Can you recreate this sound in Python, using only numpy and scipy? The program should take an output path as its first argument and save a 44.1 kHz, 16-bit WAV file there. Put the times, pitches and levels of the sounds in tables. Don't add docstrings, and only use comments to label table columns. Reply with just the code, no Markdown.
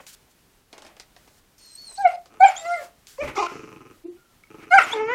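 import sys
import numpy as np
from scipy import signal
from scipy.fft import rfft, irfft, next_fast_len
from scipy.io import wavfile
from scipy.ndimage import uniform_filter1d, minimum_filter1d

SR = 44100
rng = np.random.default_rng(int(sys.argv[2]) if len(sys.argv) > 2 else 0)


def decibels_to_gain(level_db):
    exponent = np.asarray(level_db, float) / 20
    return 10 ** exponent


def to_wav(sig):
    pcm = np.clip(np.atleast_2d(sig), -1, 1) * 32767
    pcm = np.round(pcm).astype(np.int16)
    wavfile.write(sys.argv[1], SR, pcm.T)


N = 226787
TIME = np.arange(N) / SR

# hz, density_db
NOSE_AIR = [(2500, -6.5), (3500, -5.5), (5500, 4), (7000, 0), (9000, -16.5), (14000, -22)]
# hz, density_db
DULL_CONTACT = [(120, -53), (200, -5), (609, 0.5), (662, 4.5), (1250, -4.5), (2720, -9.5), (3500, -14.5),
                (4550, -47.5), (7700, -120)]


def rms_one(x):
    return x / np.sqrt(np.mean(x ** 2) + 1e-20)


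def high_pass(x, cut_hz, order):
    return signal.sosfilt(signal.butter(order, cut_hz, "high", fs=SR, output="sos"), x)


def column(rows, index, outside=-120):
    rows = np.array(rows, float)
    return np.interp(TIME, rows[:, 0], rows[:, index], left=outside, right=outside)


def at_hz(points, hz):
    points = np.array(points, float)
    return np.interp(np.log(hz), np.log(points[:, 0]), points[:, 1])


def coloured(spectrum):
    size = next_fast_len(N)
    hz = np.maximum(np.arange(size // 2 + 1) * SR / size, 1)
    white = rfft(rng.standard_normal(size))
    return rms_one(irfft(white * decibels_to_gain(at_hz(spectrum, hz)), size)[:N])


def wobble(cut_hz):
    low_pass = signal.butter(4, cut_hz, fs=SR, output="sos")
    return rms_one(signal.sosfilt(low_pass, rng.standard_normal(N)))


def resonances(x, peaks):
    out = 0
    for k, (hz, width_hz, db) in enumerate(peaks):
        r = np.exp(-np.pi * width_hz / SR)
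        zeros = [(1 - r * r) / 2, 0, (r * r - 1) / 2]
        poles = [1, -2 * r * np.cos(2 * np.pi * hz / SR), r * r]
        out = out + (-1) ** k * decibels_to_gain(db) * signal.lfilter(zeros, poles, x)
    return out


def strikes(rows, index):
    rows = np.array(rows, float)
    out = np.full(N, 1e-18)
    out[(rows[:, 0] * SR).astype(int)] = decibels_to_gain(rows[:, index])
    return out


def fade(x, attack_s, decay_s):
    a = np.exp(-1 / (attack_s * SR))
    d = np.exp(-1 / (decay_s * SR))
    return signal.lfilter([1 - a], [1, -a], signal.lfilter([1], [1, -d], x))


def swells(rows):
    swell_db = 25
    drops_db = np.array([99, swell_db, 0, 0, swell_db, 99])
    gain = 0
    for start_s, rise_s, hold_s, fall_s, db in rows:
        steps_s = [start_s - 1e-4, 1e-4, rise_s, hold_s, fall_s, .01]
        corners_s = np.cumsum(np.maximum(steps_s, 1e-5))
        gain = gain + decibels_to_gain(np.interp(TIME, corners_s, db - drops_db))
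    return gain


def hiss():
    # hz, density_db
    floor_spectrum = [(12, -42.5), (20, 2), (352, -9.5), (405, -8.5), (479, -12.5), (1070, -15.5),
                      (1200, -15.5), (2930, -18.5), (15600, -25)]
    return decibels_to_gain(-60 + 1.1 * wobble(5.1)) * coloured(floor_spectrum)


def rustle():
    # start_s, rise_s, hold_s, fall_s, level_db
    fur = [(.001, .001, 0.0085, 0.19, -56.5), (.063, 0.0072, 0.032, 0.044, -44),
           (.11, 0.024, 0.016, 0.0041, -45), (.26, 0.053, 0.0039, 0.028, -57),
           (.72, 0.73, 0.0052, .12, -85), (.9, 0.49, 0.0033, 0.035, -59), (2.7, 0.14, 0.0032, 0.082, -45.5),
           (3.06, 0.018, 0.037, 0.18, -47)]
    # hz, density_db
    fur_spectrum = [(880, -17.5), (1500, 1.5), (1950, -5), (3150, 0), (7300, 2.5), (7980, 0.5),
                    (8970, -1.5), (15500, -6)]
    # start_s, rise_s, hold_s, fall_s, level_db
    paws = [(.001, 0.00035, 0.0046, 0.023, -42), (.2, 0.083, .005, 0.037, -62),
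            (.72, 0.012, 0.17, 0.12, -52.5), (.9, 0.054, 0.51, .05, -70.5),
            (1.84, 0.074, 0.0046, 0.047, -51.5), (2.78, 0.051, .005, 0.1, -45)]
    # start_s, rise_s, hold_s, fall_s, level_db
    thumps = [(3.19, 0.056, 0.0022, .07, -37), (3.25, 0.059, 0.041, 0.27, -54.5)]
    # start_s, rise_s, hold_s, fall_s, level_db
    snorts = [(3.42, 0.069, 0.06, 0.33, -55.5)]
    grain = decibels_to_gain(0.45 * wobble(210.0))
    bright = decibels_to_gain(-3.5) * swells(fur) * coloured(fur_spectrum)
    dull = decibels_to_gain(-2.5) * swells(paws) * coloured(DULL_CONTACT)
    thump = swells(thumps) * coloured([(20, -13.0), (42, -4.0), (70, -1.5), (150, -37.5), (400, -43.5)])
    return grain * (bright + dull) + thump + swells(snorts) * coloured(NOSE_AIR)


def ticks():
    # start_s, peak_db, dull_part_db
    contacts = np.array([(0.0665, -28, -26), (0.7287, -31, -11.5), (0.78, -32, -13.5),
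                         (0.821, -33.5, -15.5), (0.849, -37.5, -10.5), (0.8654, -35.5, -15.5),
                         (0.967, -40.5, -10.5), (0.9984, -26.5, -20), (1.164, -38.5, -11.5),
                         (1.276, -43, -10.5), (2.258, -37.5, -15), (2.339, -48, -3.5), (2.65, -47, 6),
                         (3.07, -30.5, -37.5), (4.435, -51.5, -28.5), (4.785, -18.5, -8.5)])
    start_s, peak_db, dull_db = contacts.T
    clicks = strikes(contacts, index=1)
    crack = fade(clicks, .0001, 0.00078) + decibels_to_gain(-13.0) * fade(clicks, 0.00083, 0.019)
    knocks = strikes(np.c_[start_s, peak_db + dull_db + 4], index=1)
    bright = coloured([(700, -31.0), (1800, 4), (5000, 11.5), (9000, 1.0), (15000, -19.0)])
    return decibels_to_gain(-6) * crack * bright + fade(knocks, 0.0012, 0.0072) * coloured(DULL_CONTACT)


def hoarseness():
    # start_s, end_s, roughness (0-1)
    spells = [(2.088, 2.2, .5), (2.468, 2.592, .6), (2.592, 2.65, .2), (2.768, 2.9, .25), (3.17, 3.24, .2),
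              (3.24, 3.378, .6), (3.378, 3.415, .2), (3.415, 3.5, .33), (4.793, 4.93, .65),
              (4.93, 4.98, .22), (4.98, 5.15, .1)]
    clear, break_s = .08, .014
    rough = clear
    for start_s, end_s, share in spells:
        rough = rough + (share - clear) * (TIME >= start_s) * (TIME < end_s)
    return uniform_filter1d(rough, size=int(break_s * SR))


def tract_partials(tract, throat, count, pitch_hz, level_db, opening, press_db):
    shut_hz, mouth_width_hz, throat_width_hz, slope_db, upper_hz = tract
    throat_hz, pocket_hz, pocket_db, upper_db = throat
    order = np.arange(1, count + 1)[:, None]
    hz = order * pitch_hz
    gain = decibels_to_gain((slope_db + press_db) * np.log2(np.minimum(order, 4)))
    mouth_hz = shut_hz * 2 ** opening
    for centre, width in (mouth_hz, mouth_width_hz), (throat_hz, throat_width_hz):
        gain = gain * centre ** 2 / np.hypot(centre ** 2 - hz ** 2, width * hz)
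    for centre, width, db in (pocket_hz, 600, pocket_db), (upper_hz, 350, upper_db):
        detuning = centre ** 2 - hz ** 2
        gain = gain * np.hypot(detuning, decibels_to_gain(db) * width * hz) / np.hypot(detuning, width * hz)
    return list(level_db + 10 * np.log10(gain ** 2 / np.sum(gain ** 2, axis=0)))


def voice(calls, breaths_db, tract, throats, mouth, air, air_db, rough, count, order=4):
    split_hz = 3400
    medium_db, breath_follows = -26, 0.44
    out, breath = np.zeros(N), coloured(air)
    shake = [wobble(133.6) for k in range(count)]
    patches = [wobble(25.) for k in range(count)]
    for rows, breath_db, throat in zip(calls, breaths_db, throats):
        on = slice(int(rows[0][0] * SR) + 1, int(rows[-1][0] * SR))
        contours = [uniform_filter1d(column(rows, index=c)[on], size=150) for c in range(1, len(rows[0]))]
        pitch_hz, level_db, *shape = contours
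        if tract:
            partials_db = tract_partials(tract, throat, order, pitch_hz, level_db, *shape)
            air_level_db = breath_db + breath_follows * (level_db - medium_db)
        else:
            partials_db = [level_db, level_db + shape[0]]
            air_level_db = breath_db + 0 * level_db
        phase = 2 * np.pi * np.cumsum(pitch_hz) / SR
        age = np.arange(len(phase))
        left = on.stop - on.start - age
        edge = np.minimum(1, np.minimum(age, left / 9) / (0.00071 * SR))
        for k in range(1, count + 1):
            db = partials_db[min(k, len(partials_db)) - 1]
            share = np.minimum(.9, rough[on] * min(k, 4) ** .5)
            if k > len(partials_db):
                voiced = k * pitch_hz < split_hz
                base_db = np.where(voiced, np.maximum(*partials_db[-2:]), air_level_db)
                share = np.minimum(1, share + np.where(voiced, .1, .3))
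                db = base_db + at_hz(mouth, k * pitch_hz) + 5.0 * patches[k - 1][on] * ~voiced
                db = np.minimum(db, np.maximum(*partials_db[:2]))
            steadiness = np.sqrt(1 - share ** 2) + share * shake[k - 1][on]
            wave = steadiness * np.sin(k * phase + k * k)
            wave *= 1 + 0.023 * (k > 1) * np.cos(phase / 2)
            out[on] += edge * np.sqrt(2) * decibels_to_gain(db) * wave
        leak = np.sqrt(rough[on] + .04)
        gate = 1 + 0.24 * np.cos(phase)
        out[on] += edge * leak * decibels_to_gain(air_level_db + air_db) * gate * breath[on]
    return out


def nose_whistles(hoarse):
    # start_s, pitch_hz, level_db, second_partial_lift_db (nostril pinch)
    whistles = [
        [(1.58, 4400, -65, -3), (1.67, 4276, -51.5, -5), (1.7, 4153, -54, -6), (1.755, 4140, -55.5, 12),
         (1.795, 4430, -45, -32), (1.865, 4380, -46, -8.5), (1.89, 4134, -44.5, -2.5), (1.955, 4010, -62, 16),
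         (1.988, 4550, -35.5, -26)],
        [(2.462, 3900, -66.5, 25.5), (2.475, 3594, -65, 22.5), (2.492, 3570, -51, 18), (2.505, 3186, -50, 0)],
        [(2.552, 3406, -86, 3), (2.565, 3234, -31, -6.5), (2.585, 3666, -38, 2), (2.61, 3714, -50, 4),
         (2.635, 3690, -53, -6)],
        [(4.82, 4460, -59, 12), (4.832, 3830, -53, 13.5), (4.845, 3502, -42, 1), (4.89, 2870, -76, -1),
         (4.915, 3162, -45, 2), (4.932, 3466, -22.5, -20.5), (4.942, 3900, -29, 2)],
        [(1.955, 3850, -58, -27), (2.03, 4250, -58, 10)],
        [(4.17, 1426, -68, -24), (4.33, 1330, -70.5, -20)],
    ]
    breaths_db = [-53.5, -51.5, -49.5, -51.5, -55, -91]
    # hz, gain_db
    top = [(9000, -12), (14000, -18)]
    return voice(whistles, breaths_db, None, whistles, top, NOSE_AIR, air_db=0.0,
                 rough=np.maximum(hoarse, .38), count=3)


def small_dog(hoarse):
    # start_s, pitch_hz, level_db, mouth_opening_octaves, fold_pressure_db (per octave)
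    yelps = [
        [(1.97, 770, -71, 0.79, -1), (1.984, 779, -30, 1.18, -11.5), (2.012, 815, -23, 1.52, -18.5),
         (2.04, 763, -27, 0.79, -2), (2.056, 738, -6, 0.16, 0.5), (2.076, 673, -16.5, 0.53, 4),
         (2.096, 730, -38, 0.4, 6), (2.152, 714, -34.5, 0.43, 1), (2.166, 710, -40.5, 0.59, 8)],
        [(2.397, 743, -50, 0.19, 6), (2.407, 738, -11, 0.93, -3), (2.425, 756, -9.5, 1, 0.65),
         (2.437, 786, -0.5, 0.45, 2.5), (2.447, 802, -8.5, 0.97, 7), (2.456, 779, -5, 0.57, 3),
         (2.468, 750, -25, 1, 12), (2.487, 751, -24, 0.8, 7), (2.53, 765, -46.5, 0.6, 5.5)],
    ]
    last_yelp = [(4.701, 701, -64, 1.6, -13), (4.71, 706.5, -25.5, 1.65, -5), (4.725, 709.6, -12, 1.76, -4),
                 (4.744, 781, -7.5, 1.65, -10.5), (4.76, 798, -8.5, 1.7, -16.5),
                 (4.779, 771.4, -11, 1.82, -3.5), (4.788, 692, -3.5, 1.43, 7), (4.797, 625, -15.5, 1.2, 11),
                 (4.815, 582, -19.5, 2.15, -5)]
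    whimper = [(2.53, 755, -49, 1.8, -6), (2.598, 666.5, -48, 0.47, 16), (2.645, 653.4, -36, 0.53, 10),
               (2.661, 685, -29.5, 0.48, 16.5), (2.702, 695.5, -23.5, 1.38, -12.5),
               (2.744, 700.5, -23, 1.86, -6.5), (2.757, 686.6, -28, 1.78, -5.5),
               (2.778, 626.5, -37.5, 1.7, -10), (2.835, 531, -42, 1.96, -6.5)]
    breaths_db = [-52.5, -48.5, -46, -47]
    # shut_mouth_hz, mouth_width_hz, throat_width_hz, fold_slope_db (per octave), upper_hz
    tract = (511, 220.5, 258, -10.5, 3194.5)
    # throat_hz, side_pocket_hz, pocket_depth_db, upper_db
    throats = [
        (2244, 2520, -19, 26),
        (2330, 2750, -8.5, 15),
        (2320, 2450, -15.5, 22),
        (2244, 3700, -20, 4),
    ]
    # hz, gain_db
    mouth = [(3410, -31), (3900, -16), (4600, -11), (5300, -12.5), (7500, -16), (10000, -23.5),
             (14000, -36.5)]
    # hz, density_db
    air = [(1200, -1), (3300, 1.5), (4800, -2), (6500, -15), (9000, -7.5), (15000, -13)]
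    return voice(yelps + [last_yelp, whimper], breaths_db, tract, throats, mouth, air, air_db=4.1,
                 rough=hoarse, count=14)


def growl():
    # start_s, first_gap_s, first_throb_db, change_db (per throb)
    bouts = [
        (3.5174, .037, -25.5, -1.15),
        (4.504, .039, -33.5, -0.16),
        (4.827, 0.036, -29.5, -0.28),
    ]
    counts = (10, 5, 8)
    # start_s, peak_db
    lone_throbs = [(2.299, -38.5), (2.346, -43.5), (3.214, -23.5), (3.271, -30)]
    # hz, width_hz, gain_db
    growl_throat = [(135.2, 40, -3), (235, 91, -3.5), (298, 54, 3.5), (429, 70, -1), (511, 82.5, -8),
                    (858, 37, -9.5), (1030, 26, -8), (1272, 97, -5), (2460, 370, -14), (2940, 410, -20.5),
                    (5950, 480, -26.5)]
    # start_s, rise_s, hold_s, fall_s, level_db
    rasps = [(2.075, 0.014, 0.036, 0.06, -47), (2.452, 0.0077, 0.047, 0.15, -37.5),
             (3.2, 0.033, 0.03, .03, -41), (3.27, 0.0071, 0.012, 0.066, -35.5),
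             (3.34, 0.012, 0.17, 0.13, -46), (4.54, 0.088, 0.012, 0.045, -49),
             (4.78, 0.035, 0.0028, 0.024, -29), (4.8, 0.023, 0.11, 0.14, -34.5)]
    # hz, width_hz, gain_db
    rasp_throat = [(850, 650, -5), (1320, 360, -1), (2240, 680, -4), (3070, 880, -21.5)]
    slowing_s = .00062
    beats = []
    for (start_s, gap_s, first_db, step_db), count in zip(bouts, counts):
        for k in range(count):
            beats.append((start_s + k * gap_s + k * k * slowing_s, first_db + k * step_db))
    starts = strikes([b for b in beats if b[0] < TIME[-1]], index=1)
    phase = np.cumsum(110 * decibels_to_gain(1.4 * wobble(40.))) / SR
    phase -= phase[np.maximum.accumulate(np.arange(N) * (starts > 1e-9))]
    slaps = (np.diff(np.floor(phase), prepend=0) != 0) * decibels_to_gain(2.0 * rng.standard_normal(N))
    throat = rms_one(resonances(rms_one(slaps) + .55 * rng.standard_normal(N), growl_throat))
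    push = -minimum_filter1d(-fade(starts, .0002, .014), size=531, origin=265)
    throbs = decibels_to_gain(-12) * push + decibels_to_gain(-2.5) * fade(strikes(lone_throbs, index=1), 0.027, 0.016)
    rough_air = rng.standard_normal(N) * decibels_to_gain(1.0 * wobble(80.0))
    rasp = high_pass(rms_one(resonances(rough_air, rasp_throat)), 480, order=3)
    return throbs * throat + swells(rasps) * rasp


def big_dog(hoarse):
    # start_s, pitch_hz, level_db, mouth_opening_octaves, fold_pressure_db (per octave)
    barks = [
        [(3.178, 493, -56.5, 2.8, 3), (3.19, 534, -30, 0.67, 2), (3.218, 608.4, -25.5, 0.82, 12),
         (3.236, 573, -27.5, 1.67, -1.5), (3.25, 574, -40, 1.28, 3), (3.286, 503, -41, 0.66, 21),
         (3.32, 530, -49.5, 0.73, -4)],
        [(3.354, 411.3, -39, 2.1, -10), (3.37, 441.2, -28, 1.87, 7), (3.38, 374, -21.5, 1.82, -7.5),
         (3.392, 407.3, -21, 1.67, 4), (3.408, 419.4, -20.5, 1.7, 0.5), (3.418, 361.7, -27.5, 1.6, -5),
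         (3.429, 341.5, -21, 1.79, 1), (3.446, 352.5, -33, 1.61, 1.5), (3.474, 339, -24.5, 2.1, 3)],
        [(4.038, 321, -51, 0.0086, -3), (4.056, 336, -28.5, 0.13, -4), (4.07, 348, -47, 0.24, 5.5),
         (4.085, 345, -30.5, 0.19, -17), (4.13, 372, -60, 0.0093, 7), (4.18, 365, -56, 0.43, 7)],
    ]
    whine = [(4.93, 459, -27, 1.97, 3), (4.94, 455, -26.5, 1.36, -1.5), (4.985, 423, -27.5, 0.41, 14),
             (5.01, 441, -25, 1.1, 7.5), (5.04, 433.6, -29, 0.39, 13), (5.07, 448.7, -29, 0.54, 13),
             (5.085, 452.6, -23.5, 0.75, 11.5), (5.115, 494, -24, 1.15, 11), (5.17, 512, -21.5, 0.76, 15.5)]
    breaths_db = [-45, -32.5, -77, -46.5]
    # shut_mouth_hz, mouth_width_hz, throat_width_hz, fold_slope_db (per octave), upper_hz
    tract = (311.5, 115, 311, -5, 2950.5)
    # throat_hz, side_pocket_hz, pocket_depth_db, upper_db
    throats = [
        (2380, 1440, -31, 1.8),
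        (2380, 1630, -24, 5),
        (2470, 1700, -7.5, 0.93),
        (2024, 1800, -9, 6.3),
    ]
    # hz, gain_db
    mouth = [(2000, -25.5), (2500, 3.5), (3000, 0), (3390, -38), (3410, -20), (5000, -24), (8000, -25)]
    return voice(barks + [whine], breaths_db, tract, throats, mouth, NOSE_AIR, air_db=-6.0,
                 rough=hoarse, count=14, order=7)


def collar_tag():
    # start_s, peak_db
    hits = [
        (4.437, -65),
    ]
    # hz, width_hz, gain_db
    modes = [(2220, 60, 8.2), (1314, 26, 1.1)]
    return decibels_to_gain(56.0) * resonances(strikes(hits, index=1), modes)


def echoes(x):
    # delay_s, gain_db
    reflections = [(.0049, -23), (.0074, -14.5), (.0186, -13.5), (.0335, -13)]
    x = signal.sosfilt(signal.butter(2, [1150, 2620], "band", fs=SR, output="sos"), x)
    return sum(decibels_to_gain(db) * np.r_[np.zeros(int(delay_s * SR)), x][:N] for delay_s, db in reflections)


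def room(x):
    t60_s, wall_cut_hz = 0.31, 3700
    out, dull = np.zeros(N), np.exp(-2 * np.pi * wall_cut_hz / SR)
    lags = (rng.uniform(0.01, .04, 10) * SR).astype(int)
    for k, lag in enumerate(lags):
        loop, gain, state = x.copy(), decibels_to_gain(-60 * lag / SR / t60_s), [0.]
        for i in range(lag, N, lag):
            back, state = signal.lfilter([gain * (1 - dull)], [1, -dull], loop[i - lag:i], zi=state)
            loop[i:i + lag] += back[:N - i]
        out += (loop - x) * (-1) ** k
    return out


def scene():
    hoarse = hoarseness()
    calls = nose_whistles(hoarse) + small_dog(hoarse) + big_dog(hoarse)
    calls = high_pass(calls, 260, order=4)
    dogs = rustle() + ticks() + calls + growl() + collar_tag()
    return (dogs + echoes(dogs) + decibels_to_gain(-18) * room(dogs) + hiss())[None]


def limiter(x):
    peak = uniform_filter1d(-minimum_filter1d(-np.abs(x), size=241), size=120)
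    return x / np.maximum(1, peak)


def band_gate(x):
    # hz, limit_db
    gate_limits = [(300, -54), (3000, -39), (6000, -49.5), (12000, -45), (15000, -39)]
    bass_gate_db = -58
    hz, times, z = signal.stft(x, SR, nperseg=1024)
    bands = z[1:].reshape(32, 16, -1)
    level_db = 10 * np.log10(np.sum(np.abs(bands) ** 2, axis=1) + 1e-20)
    loudest_db = level_db.max(axis=0)
    limit_db = loudest_db + at_hz(gate_limits, hz[9::16])[:, None]
    dither_db = uniform_filter1d(rng.normal(0, 7.9, level_db.shape), size=2, axis=1)
    bass_db = 10 * np.log10(np.sum(np.abs(z[:7]) ** 2, axis=0) + 1e-20)
    z[1:] = (bands * (level_db + dither_db > limit_db)[:, None]).reshape(512, -1)
    z[:7] *= bass_db > loudest_db + bass_gate_db
    return signal.istft(z, SR, nperseg=1024)[1][:N]


def roll_off(x):
    return signal.sosfilt(signal.butter(12, 15720, fs=SR, output="sos"), x)


def record(dry):
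    mix = band_gate(limiter(dry[0]))[None]
    return roll_off(mix)


dry = scene()
out = record(dry)
to_wav(out)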